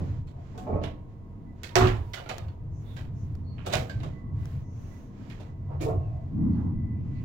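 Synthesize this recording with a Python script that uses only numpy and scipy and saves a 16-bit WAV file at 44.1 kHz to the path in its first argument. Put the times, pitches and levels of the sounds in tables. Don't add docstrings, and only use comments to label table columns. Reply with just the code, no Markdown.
import sys
import numpy as np
from scipy import signal
from scipy.fft import rfft, irfft
from scipy.io import wavfile
from scipy.ndimage import uniform_filter1d

SR = 44100
rng = np.random.default_rng(int(sys.argv[2]) if len(sys.argv) > 2 else 0)


def int16_out(signal):
    q = np.round(np.clip(np.atleast_2d(signal).T, -1, 1) * 32767)
    wavfile.write(sys.argv[1], SR, q.astype(np.int16))


N = 319284
BLOW_SIZE = 32768

# (time [s], level [dB], weight [dB], body [dB], brightness [dB],
# relative snap [dB], build-up [s], panel ring [dB])
DOOR_BLOWS = [(1.7558, -13.5, -7, -1.5, -0.5, -2.5, 0.0027, -4.5),
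              (1.763, -18.5, -4.5, 1, -5, -14, 0.00089, -7),
              (1.8061, -21.5, 3.5, 3, -16.5, -16, 0.0012, -0.5),
              (1.822, -24.5, 3, 5, -10, -18, 0.00078, -0.5), (1.8382, -28.5, 4, -3, -8, -9, .001, -1.5),
              (1.852, -28, 6.5, -2, -19, -14, 0.002, -9), (1.906, -37, 4.5, 6.5, -24, -22, .003, -13)]
# (frequency [Hz], relative level [dB])
DOOR_SPECTRUM = [(8, -21), (26, 3), (60, 1), (105, 12), (160, -7.5), (240, 1), (290, -2.5), (380, -9.5),
                 (560, -7.5), (720, -5), (1400, -6), (2300, -11), (4000, -14.5), (5200, -17), (7400, -17),
                 (8800, -31.5), (15500, -35)]
# (frequency [Hz], level [dB], t60 [s])
DOOR_MODES = [(114, -2, 0.44), (368, 6.5, 0.31), (431, -8.5, 0.52), (533, -24, 0.67), (712, 0, 0.28),
              (960, -27, .45), (1062, -26, 0.19), (1090, -24.5, 0.36), (1260, -7, 0.17), (1360, -14, .35),
              (1580, -26, 0.25), (1840, -34, 0.32), (2000, -21.5, .38), (2310, -18.5, 0.2)]
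DOOR_CHATTER_DB = 1.5


def door():
    out = np.zeros((2, N))
    for s, db, weight_db, body_db, bright_db, snap_db, build_s, ring_db in DOOR_BLOWS:
        contact = cubicle(build_s, early_db=-8.5, early_s=0.0048) * rattle(DOOR_CHATTER_DB)
        contact = contact + snap(snap_db, edge_hz=5100, fade_s=.0006)
        panel = amp(ring_db) * ring(DOOR_MODES, build_s=0.0078, scatter=0.0036)
        blow = voiced(contact, DOOR_SPECTRUM, body_db, bright_db) + panel
        weight = spectrum([(125, weight_db), (220, 0)], BLOW_SIZE)
        add(out, s, amp(db) * colour(blow, weight))
    return out


# (time [s], level [dB],
# body [dB], brightness [dB], relative snap [dB], struck part pitch [Hz], part ring [dB])
CLICKS = [(0.271, -55.5, 0, 1.5, -12.5, 4200, -10), (.578, -50, 10, 10, -6, 1480, -3),
          (0.836, -35.5, -7, -7, -10, 2910, -10), (0.839, -41.5, 1, -23, 13, 3280, -7),
          (1.6339, -35, -12.5, 3, 0, 2650, -14), (1.693, -47.5, -7.5, -13, 5, 3600, -12),
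          (1.8715, -27, -22, -7, -3.5, 1585, -8), (1.8842, -36, -22, -7, -7, 1960, -3),
          (1.968, -55, -5.5, 3, -4, 2330, -10), (2.1352, -32, -8.5, -0.5, -4, 2000, -6.5),
          (2.17, -34, -2, -15, -20, 1390, -5), (2.259, -42, 1, -12, -8, 1370, -5),
          (2.2912, -31.5, -5, -2.5, -5, 1330, -8), (2.302, -38.5, 4.5, -11, -11, 712, 3.5),
          (2.384, -45, 5, -1.5, -12, 2250, -19), (2.484, -54.5, -0.5, -9, 3, 4260, -11),
          (2.9655, -39, -3.5, -1, -10.5, 1570, -6), (3.5822, -43, -6.5, -35, -7, 2590, -25),
          (3.663, -36, 8, 6.5, -8, 1276, -5), (3.7246, -25, -10, 3, -14.5, 3530, -4.5),
          (3.7295, -31, -8, -2, -3, 665, -2), (3.7362, -26, -1.5, -2.5, 1, 615, 1),
          (3.7539, -33, 9.5, 4, 3, 680, -6), (3.8962, -41.5, -5.5, -3, -3.5, 1576, 4),
          (4.0029, -47, 4, -9.5, -1, 3660, -13), (4.032, -44.5, 5.5, -8.5, -4.5, 1083, 1.5),
          (4.0345, -52, -2, 3.5, -2, 3600, -3), (5.2996, -44, -14.5, -4, -3, 2330, -26),
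          (5.4001, -49.5, 6.5, 0, -9.5, 3430, -10), (5.81, -41, 1, 13.5, -14, 2210, -1.5),
          (5.821, -44, -11, 3.5, -10, 2300, 1)]
# (frequency [Hz], relative level [dB])
LATCH_SPECTRUM = [(60, -36), (110, 6.5), (200, -2), (430, -1), (620, 4.5), (950, -4), (1500, -4),
                  (2700, -3), (4000, -6), (5000, -11.5), (7400, -14.5), (8800, -26), (15500, -28.5)]
# (frequency [Hz], relative level [dB], t60 [s])
CASE_MODES = [(390, 0.5, .22), (540, -6, 0.48), (627, 2, 0.33), (625, -4.5, .3), (1540, -20, .24),
              (2330, -12.5, .25), (2900, -11, .24), (3460, -11.5, 0.25), (4270, -21.5, .22),
              (4560, -21, .18), (5900, -32.5, .14), (11040, -33.5, .12), (13500, -28, .13)]
# (multiple of pitch [1], level [dB], t60 [s])
PART_MODES = [(1.003, 3, 0.14), (1.061, 4, .11), (3.018, -13.5, 0.11)]
CLICK_BUILD_S, CLICK_SOFTENING = 0.0012, 0.97
CHATTER_S, CHATTER_DB = .0025, 2


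def latch():
    out = np.zeros((2, N))
    for s, db, body_db, bright_db, snap_db, hz, ring_db in CLICKS:
        build_s = CLICK_BUILD_S * amp(-CLICK_SOFTENING * snap_db)
        contact = cubicle(build_s, early_db=-3, early_s=.005) * rattle(CHATTER_DB)
        contact = contact + snap(snap_db, edge_hz=6000, fade_s=0.00034)
        contact = voiced(contact, LATCH_SPECTRUM, body_db, bright_db)
        case = amp(-19.0 + body_db / 2) * ring(CASE_MODES, build_s, scatter=0.0022)
        part = amp(ring_db) * ring(scaled(PART_MODES, hz), build_s, scatter=0.0055)
        add(out, s, amp(db) * (contact + case + part))
    return out


# (time [s], level [dB])
PINGS = [(3.8958, -44.5)]
# (frequency [Hz], level [dB], t60 [s])
TURN_MODES = [(1555, 3, 0.31), (1670, -2, .15), (2175, -1, .14), (4420, -7, .15), (4710, -6, 0.2),
              (5020, -9, 0.17), (6363, -9, .1), (7470, -10, 0.17)]


def thumb_turn():
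    out = np.zeros((2, N))
    for s, db in PINGS:
        add(out, s, amp(db) * ring(TURN_MODES, build_s=0.0005, scatter=0.002))
    return out


# (end time [s], length [s], level [dB])
NOISE_SWELLS = [(0.842, 0.038, -44.5), (1.762, 0.0089, -23.5), (2.119, 0.0073, -63), (3.664, 0.023, -43),
                (3.733, 0.057, -36), (5.815, 0.022, -45)]


def noise_swells():
    out = np.zeros((2, N))
    for s, length_s, db in NOISE_SWELLS:
        size = int(length_s * SR)
        rough = diffuse(BLOW_SIZE) * rattle(CHATTER_DB)
        swell = voiced(rough, LATCH_SPECTRUM, body_db=6, bright_db=-9.5)
        add(out, s - length_s, amp(db) * swell[:, :size] * np.linspace(0, 1, size))
    return out


# (time [s], relative level [dB], weight [dB], build-up [s],
# board pitch [Hz], board ring [dB])
STEPS = [(.002, -34, 13, 0.00086, 280, -8), (0.111, -48.5, 10, 0.025, 298, -4),
         (0.541, -35, -10, 0.01, 429, -3), (0.571, -30, -34, 0.038, 740, 0.5),
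         (.665, -27.5, -25, 0.0036, 614, -0.5), (.688, -25, 2, 0.0056, 427.4, -0.5),
         (.722, -21.5, 6.5, 0.0064, 239.7, -2), (.748, -22.5, 1.5, 0.02, 603, -2),
         (.83, -28.5, -14, 0.008, 658, -4.5), (2.17, -37, -13, 0.016, 685, 1),
         (4.04, -36, 13, 0.014, 393, 0), (5.689, -31.5, -11.5, 0.045, 663, 0),
         (5.806, -22, -3.5, 0.02, 307, 1.5), (5.858, -23, -3, 0.01, 457, 4.5),
         (5.887, -21.5, -3.5, 0.0075, 655, -5), (6.531, -48.5, -10.5, 0.039, 460, -8)]
# (frequency [Hz], relative level [dB])
FLOOR_SPECTRUM = [(25, 0), (60, 2), (90, 0), (140, 8.5), (200, 1), (300, -2), (470, 0.5), (680, 0.5),
                  (900, -11), (1150, -12), (1500, -26.5), (2500, -26.5), (5000, -77.5), (10000, -101)]
# (frequency [Hz], relative level [dB], t60 [s])
FLOOR_MODES = [(85.5, 0.5, 0.97), (297.7, -5, 0.76), (383.5, -3.5, 0.18), (453.2, -2.5, 0.41),
               (570, -7, 0.087), (678, -9.5, 0.58), (884, -7.5, .35), (1084, -12.5, 0.71)]
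# (multiple of pitch [1], level [dB], t60 [s])
BOARD_MODES = [(0.999, 1.5, 0.34), (1.09, -1, 0.25), (1.421, -7.5, 0.27), (2.059, -9, 0.2)]


def steps():
    out = np.zeros((2, N))
    for s, db, weight_db, build_s, hz, ring_db in STEPS:
        thud = voiced(cubicle(build_s, early_db=-7.0, early_s=0.0014), FLOOR_SPECTRUM, 0, 0)
        thud = thud + amp(-5.5) * ring(FLOOR_MODES, build_s, scatter=0.01475)
        thud = colour(thud, spectrum([(130, weight_db), (450, 0.0014)], BLOW_SIZE))
        board = amp(ring_db) * ring(scaled(BOARD_MODES, hz), build_s, scatter=0.012)
        add(out, s, amp(db - 5.5) * (thud + board))
    return out


# (time [s], relative level [dB], left minus right [dB])
TAPS = [(2.3822, -17, 11), (3.353, -31, 8.5), (4.456, -24.5, 5)]
# (frequency [Hz], gain [dB])
PHONE_CASE_SPECTRUM = [(200, 11), (1000, 3), (2500, -10), (6300, -5.5), (9000, -17), (15500, -15)]


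def taps():
    out = np.zeros((2, N))
    t = np.arange(BLOW_SIZE) / SR
    for s, db, side_db in TAPS:
        tick = rng.standard_normal((2, BLOW_SIZE)) * np.exp(-t / 0.0014)
        tick = colour(tick, spectrum(PHONE_CASE_SPECTRUM, BLOW_SIZE))
        add(out, s, amp(db - 9.0) * pan(side_db) * tick)
    return out


# (start time [s], length [s], frequency [Hz],
# width [Hz], level [dB], left minus right [dB], glide [Hz/s])
FAINT_TONES = [(0.328, 0.14, 669, 110, -55, 5, -2), (1.685, .12, 960, 90, -54.5, -8, 0),
               (1.949, 0.29, 953, 24, -60, -13.5, 0), (2.302, 0.36, 947, 49, -63.5, 5, -6),
               (2.706, 0.16, 6300, 1210, -72, 5, -6.5), (2.844, 0.14, 3600, 400, -65, -11, -2),
               (3.135, 0.15, 6050, 1210, -76, 16.5, -11), (3.438, 0.15, 4330, 160, -66, -7.5, -1),
               (4.037, 0.54, 1110, 40.4, -66, -5, 0), (4.554, 0.62, 6100, 1070, -72, 7.5, 0.5),
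               (5.678, 0.12, 840, 360, -49.5, -4, 1), (5.864, 0.48, 680, 111, -51.5, 2.5, -1),
               (5.905, 0.27, 2680, 170, -77.5, -12, -2000), (6.495, 0.28, 927, 343, -55, -6.5, -4.5),
               (6.502, 0.089, 4400, 450, -77, -3, 0), (6.547, 0.077, 1460, 500, -60.5, -4, -2.5),
               (6.822, 0.43, 2420, 380, -78, -7, 1000.5), (7.118, 0.17, 2360, 597, -69.5, -9.5, 4),
               (7.14, 0.073, 4200, 550, -73, -9, 2)]


def faint_tones():
    out = np.zeros((2, N))
    for s, length_s, hz, width_hz, db, side_db, glide_hz_per_s in FAINT_TONES:
        size = int(length_s * SR)
        from_middle_s = np.arange(size) / SR - length_s / 2
        wave = signal.hilbert(narrow(hz, width_hz, size))
        evened = wave / np.sqrt(np.abs(wave))
        glide = np.exp(1j * np.pi * glide_hz_per_s * from_middle_s ** 2)
        tone = unit(np.real(evened * glide))
        add(out, s, amp(db) * pan(side_db) * tone * np.sin(np.linspace(0, np.pi, size)))
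    return out


# (middle time [s], length [s], level [dB], hiss above that [dB])
RUSTLES = [(0, 0.49, -56, -23), (0.587, 0.52, -61.5, -26), (1.115, 0.088, -76, -30),
           (1.675, 0.25, -62.5, -40), (2.167, 0.84, -63.5, -11), (2.942, 0.31, -62, -10),
           (3.273, 0.36, -71.5, -10.5), (3.876, 0.74, -58.5, -23.5), (4.494, 0.33, -59, -14),
           (4.914, 0.44, -63, -11.5), (5.323, 0.45, -58, -24), (6.038, 1, -73, -23),
           (6.582, 0.25, -69.5, -27), (7.24, 0.52, -66.5, -27)]
# (frequency [Hz], relative level [dB])
CLOTH_SPECTRUM = [(400, 9.5), (1200, 2), (2200, -1.5), (3500, -8), (5200, -12), (7300, -14), (8800, -33.5),
                  (16000, -40.5)]
RUSTLE_REST_DB, RUSTLE_PAN_DB, HISS_HZ = -72.5, -9.5, 8500


def clothes():
    brush = amp(RUSTLE_REST_DB) + swells([(s, length_s, db) for s, length_s, db, _ in RUSTLES])
    slide = swells([(s, length_s, db + hiss_db) for s, length_s, db, hiss_db in RUSTLES])
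    high_pass = signal.butter(2, HISS_HZ, "high", fs=SR, output="sos")
    hiss = unit(signal.sosfilt(high_pass, rng.standard_normal((2, N))))
    return (brush * noise(CLOTH_SPECTRUM) + slide * hiss) * pan(RUSTLE_PAN_DB)


# (time [s], floor rumble [dB], body drone [dB])
RIDE = [(0, -40.5, -89), (.65, -42.5, -42), (1.15, -44.5, -53.5), (1.45, -44.5, -45.5), (1.7, -44, -53.5),
        (2.25, -47, -57.5), (2.7, -41.5, -52), (3.3, -32.5, -45.5), (3.6, -37.5, -47), (4.2, -50, -44.5),
        (4.8, -36.5, -49), (5.03, -47.5, -48.5), (5.25, -42.5, -44.5), (5.48, -41, -50.5),
        (5.75, -31.5, -48.5), (6.05, -29.5, -56.5), (6.3, -36.5, -44), (6.8, -30, -40.5), (7.24, -34, -41)]
# (middle time [s], length [s], level [dB])
JOLTS = [(.16, 0.2, -34.5), (2.46, 0.15, -35.5), (2.71, 0.28, -40), (3.79, 0.13, -31.5),
         (3.98, 0.11, -29.5), (4.085, 0.17, -35.5), (4.38, 0.3, -31), (4.58, 0.14, -33),
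         (5.975, 0.1, -33.5)]
# (frequency [Hz], relative level [dB])
RUMBLE_SPECTRUM = [(35, -10.5), (62, -9), (86, 6.5), (112, 3.5), (150, -1), (190, -22), (300, -80.5),
                   (1500, -110)]
# (frequency [Hz], relative level [dB])
DRONE_SPECTRUM = [(110, -21), (165, 2), (230, 0), (310, -7), (400, -28), (560, -37), (1000, -37.5),
                  (4000, -87)]
# (frequency [Hz], relative level [dB])
SWAY_SPECTRUM = [(8, -9), (24, 2.5), (45, 11), (62, -10), (110, -54), (1000, -100)]
# (frequency [Hz], relative level [dB])
ROLLING_SPECTRUM = [(150, -3), (350, 5.5), (520, -5), (680, -4), (800, -8), (1050, -7), (1300, -20),
                    (2100, -25.5), (2800, -33), (5000, -41), (7300, -42.5), (8700, -43.5), (16000, -42)]
# (frequency [Hz], level [dB])
HUMS = [(463, -66.5), (662, -70), (948, -71), (1071, -72.5), (1249, -81.5)]
RUMBLE_STEADY_S, DRONE_STEADY_S, SWAY_STEADY_S = 0.099, 0.11, 0.55
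SWAY_GAIN_DB, SWAY_SHARE = -38.5, 0.26
ROLLING_DB, BOOM_FLOOR_DB = -56.5, -6.5


def train():
    boom = booms()
    shaking = amp(curve(RIDE, axis=1)) + swells(JOLTS) + amp(BOOM_FLOOR_DB) * boom
    rumble = shaking * steady(noise(RUMBLE_SPECTRUM), RUMBLE_STEADY_S)
    drone = (amp(curve(RIDE, axis=2)) + boom) * steady(noise(DRONE_SPECTRUM), DRONE_STEADY_S)
    sway_gain = amp(SWAY_GAIN_DB) * shaking ** SWAY_SHARE
    sway = sway_gain * steady(noise(SWAY_SPECTRUM), SWAY_STEADY_S)
    rolling = amp(ROLLING_DB) * noise(ROLLING_SPECTRUM) * pan(-1.5)
    hum = sum(amp(db) * narrow(hz, width_hz=16.0, size=N) for hz, db in HUMS)
    return rumble + drone + sway + rolling + hum


# (start time [s], level [dB])
BOOMS = [(-.29, -31.5), (6.308, -25)]
BOOM_ATTACK_S, BOOM_HOLD_S, BOOM_FALL_DB_PER_S = 0.14, 0.033, 53.5


def booms():
    out = 0
    for s, db in BOOMS:
        age_s = np.arange(N) / SR - s
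        fall_db = BOOM_FALL_DB_PER_S * np.maximum(age_s - BOOM_ATTACK_S - BOOM_HOLD_S, 0)
        out = out + amp(db - fall_db) * np.clip(age_s / BOOM_ATTACK_S, 0, 1)
    return out


# (middle time [s], length [s], level [dB])
SINGING = [(1.5, 0.094, -74), (4.17, 0.16, -68), (4.27, 0.12, -73.5), (4.42, 0.13, -76),
           (4.68, 0.098, -78.5), (4.95, 0.11, -69), (5.5, 0.13, -77), (5.68, 0.26, -84), (6.2, 0.2, -81.5),
           (6.54, 0.39, -78), (6.88, 0.3, -69), (7.17, 0.23, -72.5)]
SINGING_HZ, SINGING_WAVER_HZ, SINGING_WIDTH_HZ = 1994, 7, 98
SINGING_ROUGH_DB, SINGING_REST_DB, SINGING_PAN_DB = -7, -89, -15


def wheels():
    waver = unit(uniform_filter1d(rng.standard_normal(N), SR // 50))
    tone = np.sin(2 * np.pi * np.cumsum(SINGING_HZ + SINGING_WAVER_HZ * waver) / SR)
    tone = unit(tone + amp(SINGING_ROUGH_DB) * narrow(SINGING_HZ, SINGING_WIDTH_HZ, N))
    gain = amp(SINGING_REST_DB) + swells(SINGING, arch=0.81)
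    return gain * tone * pan(SINGING_PAN_DB)


# (frequency [Hz], t60 [s])
WALLS = [(60, 0.74), (250, 0.49), (900, 0.37), (2500, 0.29), (6000, 0.26), (9000, 0.28), (14000, 0.35)]


def cubicle(build_s, early_db, early_s):
    t = np.arange(BLOW_SIZE) / SR
    field = rfft(diffuse(BLOW_SIZE)) * ripple(depth_db=4.6)
    out = 0
    for own, (_, t60) in zip(np.eye(len(WALLS)), WALLS):
        share = spectrum([(hz, w) for (hz, _), w in zip(WALLS, own)], BLOW_SIZE)
        out = out + irfft(field * share) * amp(-60 * t / t60)
    return out * (1 - np.exp(-t / build_s)) * (1 + amp(early_db) * np.exp(-t / early_s))


def ripple(depth_db):
    hz = np.geomspace(1250, 19000, num=160) - 1000
    share = np.interp(hz, [280, 350, 1600, 4500], [0, 1, 1, .7])
    db = depth_db * share * np.clip(rng.standard_normal(len(hz)), -2, 2)
    return unit(amp(spectrum(list(zip(hz, db)), BLOW_SIZE)))


def ring(modes, build_s, scatter):
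    t = np.arange(BLOW_SIZE) / SR
    out = 0
    for hz, db, t60 in modes:
        detune, lag = rng.standard_normal(2)
        port_t = t + np.array([[0], [lag * 0.00035]])
        phase = 2 * np.pi * hz * (1 + scatter * detune) * port_t
        out = out + amp(db - 60 * t / t60) * np.sin(phase)
    return out * (1 - np.exp(-t / build_s))


def scaled(modes, hz):
    return [(hz * ratio, db, t60) for ratio, db, t60 in modes]


def snap(db, edge_hz, fade_s):
    t = np.arange(BLOW_SIZE) / SR
    crack = amp(db + 22) * rng.choice([-1, 1], (2, BLOW_SIZE)) * np.exp(-t / fade_s)
    return signal.sosfilt(signal.butter(1, edge_hz, "high", fs=SR, output="sos"), crack)


def rattle(depth_db):
    waver = uniform_filter1d(rng.standard_normal(BLOW_SIZE), int(CHATTER_S * SR))
    return unit(amp(depth_db * np.clip(unit(waver), -2, 2)))


def voiced(x, points, body_db, bright_db):
    db = spectrum(points, BLOW_SIZE)
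    db = db - 10 * np.log10(np.mean(amp(db) ** 2))
    tilt = [(750, body_db), (1800, 0.00077), (3000, 0.016), (7500, bright_db)]
    return colour(x, db + spectrum(tilt, BLOW_SIZE))


# (frequency [Hz], correlation [1])
LIKENESS = [(40, .97), (120, .95), (250, .72), (500, .85), (900, 0)]


def diffuse(size):
    mid, side = rfft(rng.standard_normal((2, size)))
    alike = np.clip(spectrum(LIKENESS, size), -1, 1)
    mid, side = mid * np.sqrt(1 + alike), side * np.sqrt(1 - alike)
    return unit(irfft(np.array([mid + side, mid - side])))


def noise(points):
    return unit(colour(diffuse(N), spectrum(points, N)))


def narrow(hz, width_hz, size):
    resonance = signal.butter(2, [hz - width_hz / 2, hz + width_hz / 2], "band", fs=SR, output="sos")
    ringing = signal.sosfilt(resonance, rng.standard_normal((2, size + BLOW_SIZE)))
    return unit(ringing[:, -size:])


def steady(x, span_s):
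    power = uniform_filter1d(np.mean(x ** 2, axis=0), int(span_s * SR))
    return x / np.sqrt(power + 1e-18)


def swells(rows, arch=1):
    t = np.arange(N) / SR
    out = np.zeros(N)
    for s, length_s, db in rows:
        during = np.abs(t - s) < length_s / 2
        out[during] += amp(db) * np.abs(np.cos(np.pi * (t[during] - s) / length_s)) ** arch
    return out


def curve(rows, axis=1):
    rows = np.array(rows)
    return np.interp(np.arange(N) / SR, rows[:, 0], rows[:, axis])


def spectrum(points, size):
    hz, value = np.transpose(points)
    return np.interp(np.log(np.fft.rfftfreq(size, 1 / SR) + 1), np.log(hz), value)


def colour(x, db):
    size = x.shape[-1]
    cepstrum = irfft(np.log(amp(db)))
    cepstrum[1:size // 2] *= 2
    cepstrum[size // 2 + 1:] = 0
    return irfft(rfft(x) * np.exp(rfft(cepstrum)))


def amp(db):
    return 10 ** (np.asarray(db) / 20)


def unit(x):
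    return x / np.sqrt(np.mean(x ** 2))


def pan(db):
    return amp(np.array([[db], [-db]]) / 2)


def add(out, s, x):
    start = int(s * SR)
    out[:, start:start + x.shape[1]] += x[:, :N - start]


# (frequency [Hz], gain [dB])
SHADE = [(30, -4), (90, -3.5), (400, -3.5), (900, -1.5), (1400, -4.5), (2200, -14.5), (5000, -10.5),
         (7500, -16), (10000, -2), (16000, -10)]
PORT_LAG_S = .0003


def scene():
    left, right = door() + latch() + thumb_turn() + noise_swells() + steps()
    left = colour(np.roll(left, int(PORT_LAG_S * SR)), spectrum(SHADE, N))
    return np.array([left, right]) + taps() + faint_tones() + clothes() + train() + wheels()


TOP_HZ = 16100


def record(dry):
    return signal.sosfilt(signal.ellip(10, .2, 80, TOP_HZ, fs=SR, output="sos"), dry)


dry = scene()
out = record(dry)
int16_out(out)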